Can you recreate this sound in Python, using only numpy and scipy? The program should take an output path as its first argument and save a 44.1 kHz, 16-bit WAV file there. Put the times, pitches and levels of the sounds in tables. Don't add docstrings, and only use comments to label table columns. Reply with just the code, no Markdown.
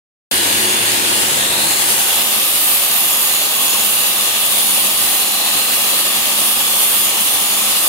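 import sys
import numpy as np
from scipy import signal
from scipy.fft import rfft, irfft
from scipy.io import wavfile
from scipy.ndimage import uniform_filter1d

SR = 44100
rng = np.random.default_rng(int(sys.argv[2]) if len(sys.argv) > 2 else 0)


def unload_audio(sound):
    columns = np.transpose(np.atleast_2d(sound))
    steps = np.round(np.clip(columns, -1, 1) * 32767)
    wavfile.write(sys.argv[1], SR, steps.astype(np.int16))


N = 347508
T = np.arange(N) / SR
FRAME_S = np.arange(N // 512 + 5)[:, None] * 512 / SR
BIN_HZ = np.fft.rfftfreq(2048, 1 / SR)


# centre_s, half_length_s, gain_db
PAD_BITES = [(1.58, 0.32, 0.9), (5.9, 1, 0.54)]
def pad(spindle, throb=.035, chatter_db=.52, grit_db=.54):
    pressure = gain_of(chatter_db * drift(18.5)) * (1 + throb * np.cos(spindle))
    grit = grit_db * drift(700)
    bite = swells(PAD_BITES)
    return pressure * (wet_hiss(grit) + roar(bite) + grinding(bite + grit))


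# frequency_hz, relative_db
ROAR_DOWN = [(15, -54), (25, -19), (103, -12.5), (168, -14), (200, -7), (301, -3), (331, -3), (764, -8),
             (965, -5), (1220, -14.5), (1480, -6.5), (2600, -6), (3380, -23), (5720, -120)]
ROAR_FACING = [(15, -53), (25, -23), (123, -13), (178, -14.5), (204, -4.5), (238, -10.5), (319, -5),
               (403, -8), (560, -4.5), (779, -3.5), (1000, -2.5), (1200, 0.5), (1400, -9), (2180, -5.5),
               (2600, -4.5), (3380, -6), (5720, -120)]
def roar(boost_db):
    return friction(ROAR_DOWN, ROAR_FACING, patchy_db=.82) * gain_of(aimed(-24.5, -26.5) + boost_db)


# frequency_hz, relative_db
GRIND_DOWN = [(1290, -27), (2200, -4.5), (2510, -8), (2880, 0), (5000, -4.5), (5490, -8), (6470, -7.5),
              (7220, -7), (8200, -6.5), (10700, -25), (18000, -120)]
GRIND_FACING = [(1290, -25), (2200, -20.5), (2610, -1), (2960, -1.5), (3510, 0), (5730, -5.5), (6400, -4.5),
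                (6690, -2), (8200, -4), (10700, -44), (18000, -120)]
def grinding(boost_db):
    return friction(GRIND_DOWN, GRIND_FACING, patchy_db=1.4) * gain_of(aimed(-20.5, -23) + boost_db)


# frequency_hz, relative_db
HISS_DOWN = [(6000, -42), (7800, -8.5), (9500, 0.5), (12700, -8.5), (16000, -12)]
HISS_FACING = [(6500, -42), (8200, -11.5), (9400, -1), (11200, -5), (14000, -4.5), (16000, -12.5)]
# centre_s, half_length_s, gain_db
HISS_LULLS = [(3.5, 0.17, -0.5), (4.32, 0.082, -2.5), (5.5, 0.28, -2), (6.3, 0.26, -0.7), (7.13, 0.061, -4),
              (7.45, 0.14, -0.5)]
def wet_hiss(boost_db, wet_db=.84):
    film_db = swells(HISS_LULLS) + wet_db * drift(3.1)
    level_db = aimed(-21, -18, full_aim=.74) + film_db + boost_db
    return friction(HISS_DOWN, HISS_FACING, patchy_db=1.5) * gain_of(level_db)


# pitch_hz, width_hz, gain_db
RESONANCES = [(142, 19, 4), (215, 16, 3), (279, 15, 2), (554, 34, 4.5), (800, 50, 3.5), (985, 41, 1.5),
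              (1014, 63, -4.5), (1170, 250, 0.5), (2850, 106, 3.5), (3480, 58, 4)]
# aim, pitch_hz, width_hz, gain_db
SWING_RESONANCES = [(.13, 326, 62, 2), (.13, 840, 57, 0), (.22, 2800, 54, 3), (.4, 143, 18, 11),
                    (.45, 7600, 530, 5), (.5, 6370, 220, 7), (.6, 870, 110, 4)]
# centre_s, half_length_s, pitch_hz, glide_hz_per_s, width_hz, gain_db
SQUEALS_AND_RINGS = [(1.595, .22, 4000, 1900, 480, 10), (2.85, .6, 13100, 400, 900, 4.5),
                     (4.552, 0.26, 3600, 0, 400, 2.5), (5.35, .4, 766, 0, 60, 5),
                     (5.4, .3, 4120, 100, 220, 6)]
def ringing(aim, aim_spread=.16):
    colour = sum(db / (1 + (2 * (BIN_HZ - hz) / width) ** 2) for hz, width, db in RESONANCES)
    for spot, hz, width, db in SWING_RESONANCES:
        colour = colour + db * bump(aim - spot, aim_spread) * bump(BIN_HZ - hz, width)
    for centre, half, hz, glide, width, db in SQUEALS_AND_RINGS:
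        age = FRAME_S - centre
        colour = colour + db * bump(age, half) * bump(BIN_HZ - hz - glide * age, width)
    return colour


def friction(down, facing, patchy_db):
    aim = aim_at(FRAME_S)
    colour_db = (1 - aim) * spectrum_at(down, BIN_HZ) + aim * spectrum_at(facing, BIN_HZ) + ringing(aim)
    patches = uniform_filter1d(rng.standard_normal(colour_db.shape), size=14, axis=0)
    patches = unit_rms(uniform_filter1d(patches, size=12, axis=1))
    return stereo_noise(gain_of(colour_db + patchy_db * patches), aim)


# centre_s, half_length_s, gain_db
WHINE_FLARES = [(1.65, 0.26, 5.5), (3.35, 0.3, 10), (3.75, .1, 14.5), (4.12, 0.088, 10), (4.7, .1, 8),
                (5.3, 0.064, 9), (5.92, .1, 6), (7.05, .08, 9), (7.62, 0.12, 13.5)]
# multiple_of_rotor_rate, level_db
ROTOR_TONES = [(1, -58.5), (2, -52), (4, -51), (9, -43), (10, -45), (11, -41), (12, -43.5), (14, -45)]
def motor(rotor, spindle, rotor_hz, whine_order=18, wobble=.55, waver_db=2):
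    whine = room_tone(whine_order * rotor, whine_order * rotor_hz, scatter=.53, fade_hz=10)
    whine *= gain_of(aimed(-32, -41) + swells(WHINE_FLARES) + waver_db * drift(4.6))
    whine *= 1 + wobble * np.cos(spindle)
    return whine + sum(gain_of(db) * room_tone(order * rotor, order * rotor_hz, scatter=1, fade_hz=2.8)
                       for order, db in ROTOR_TONES)


# time_s, rotor_hz
ROTOR_SPEED = [(.3, 365.6), (1.3, 372.3), (2.3, 377.2), (2.9, 375), (3.7, 376.7), (4.0, 374.6),
               (4.65, 378.3), (5.25, 375.3), (5.9, 384.4), (6.45, 387.9), (7.0, 381.6), (7.8, 376.6)]
def polisher(gear_ratio=4.82, speed_jitter=.00022):
    rotor_hz = curve(ROTOR_SPEED, T)
    rotor = angle_of(rotor_hz * (1 + speed_jitter * drift(9.4)))
    spindle = rotor / gear_ratio
    return pad(spindle) + motor(rotor, spindle, rotor_hz.mean())


# pitch_hz, mic_down_db, mic_facing_db, fade_hz
HUM_TONES = [(66, -51, -57.5, 3.6), (105.2, -39, -64, 3.6), (210.4, -40, -44.5, 5.6),
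             (333, -37, -53.5, 4.8), (369.5, -32.5, -59, 3.5), (1500, -49, -56, 6.8),
             (1672, -38.5, -48, 0.94), (1846, -37, -49, 8.7)]
def steady_hum():
    return sum(gain_of(aimed(down, facing)) * room_tone(angle_of(hz), hz, scatter=.31, fade_hz=fade)
               for hz, down, facing, fade in HUM_TONES)


# time_s, aim (0 down at the ground, 1 facing the basin)
MIC_SWING = [(.3, 0.14), (1.0, 0.24), (1.7, 0.49), (2.0, 0.59), (2.3, 0.99), (7.88, 0.99)]
def aim_at(t):
    return curve(MIC_SWING, t)


def aimed(down_db, facing_db, full_aim=1):
    return down_db + (facing_db - down_db) * np.clip(aim_at(T) / full_aim, 0, 1)


# frequency_hz, left_minus_right_db
PORT_BALANCE = [(100, 0), (1150, 1), (1300, 1.5), (1500, 0), (2200, 1.5), (3600, -2), (5200, 1), (5600, 6),
                (6800, 4.5), (8900, 11), (9750, 1.5), (10300, -6), (14000, -5.5), (15500, 3)]
def port_gains(hz):
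    tilt = gain_of(spectrum_at(PORT_BALANCE, hz) / 2)
    pair = np.array([tilt, 1 / tilt])
    return pair / np.sqrt(np.mean(pair ** 2, axis=0))


# frequency_hz, coherence
PORT_COHERENCE = [(40, 0.34), (100, 0.94), (180, 1), (400, 0.83), (1250, 0.62), (1700, 0.04), (3800, 0.18),
                  (6000, 0.099), (15000, 0.1)]
def stereo_noise(colour, aim, lead_down_ms=.42, lead_facing_ms=.13):
    lead_ms = (1 - aim) * lead_down_ms + aim * lead_facing_ms
    delay = np.exp(-2j * np.pi * BIN_HZ * lead_ms / 1000)
    coherence = spectrum_at(PORT_COHERENCE, BIN_HZ)
    left, right = port_gains(BIN_HZ)
    size = colour / np.linalg.norm(colour, axis=1, keepdims=True)
    size /= np.sqrt(1 + left * right * coherence * delay.real)
    shared, apart = rng.standard_normal((2, *size.shape)) + 1j * rng.standard_normal((2, *size.shape))
    spectra = size * np.array([left * shared, right * delay * blend(shared, apart, coherence)])
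    pair = signal.istft(spectra.transpose(0, 2, 1), nperseg=2048, noverlap=1536)[1][:, :N]
    return pair / pair.mean(0).std()


def room_tone(angle, hz, scatter, fade_hz):
    shared, apart = (drift(fade_hz) + 1j * drift(fade_hz) for _ in range(2))
    coherence = spectrum_at(PORT_COHERENCE, hz)
    paths = 1 + scatter * np.array([shared, blend(shared, apart, coherence)])
    rms = np.sqrt((1 + (1 + coherence) * scatter ** 2) / 2)
    return port_gains(hz)[:, None] * (paths * np.exp(1j * angle)).real / rms


def blend(shared, apart, coherence):
    return coherence * shared + np.sqrt(1 - coherence ** 2) * apart


def gain_of(db):
    return 10 ** (db / 20)


def unit_rms(x):
    return x / np.sqrt(np.mean(x ** 2) + 1e-20)


def curve(rows, t):
    return np.interp(t, *np.transpose(rows))


def spectrum_at(points, hz):
    points_hz, values = np.transpose(points)
    return np.interp(np.log(hz + 1), np.log(points_hz + 1), values)


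def drift(rate_hz):
    t = T[::16]
    hz = np.fft.rfftfreq(len(t), t[1])
    spectrum = rfft(rng.standard_normal(len(t))) / (1 + (hz / rate_hz) ** 4)
    return np.interp(T, t, unit_rms(irfft(spectrum, len(t))))


def angle_of(hz):
    return 2 * np.pi * np.cumsum(hz * np.ones(N)) / SR


def bump(offset, half):
    return np.exp(-np.minimum((offset / half) ** 2, 20))


def swells(rows):
    return sum(db * bump(T - centre, half) for centre, half, db in rows)


def scene():
    return polisher() + steady_hum()


def record(dry, start_s=.3115, edge_hz=15780):
    opened = dry * np.clip((T - start_s) / .001, 0, 1)
    lowpass = signal.firwin(1023, edge_hz, window=("kaiser", 9), fs=SR)
    return signal.oaconvolve(opened, lowpass[None], "same")


dry = scene()
out = record(dry)
unload_audio(out)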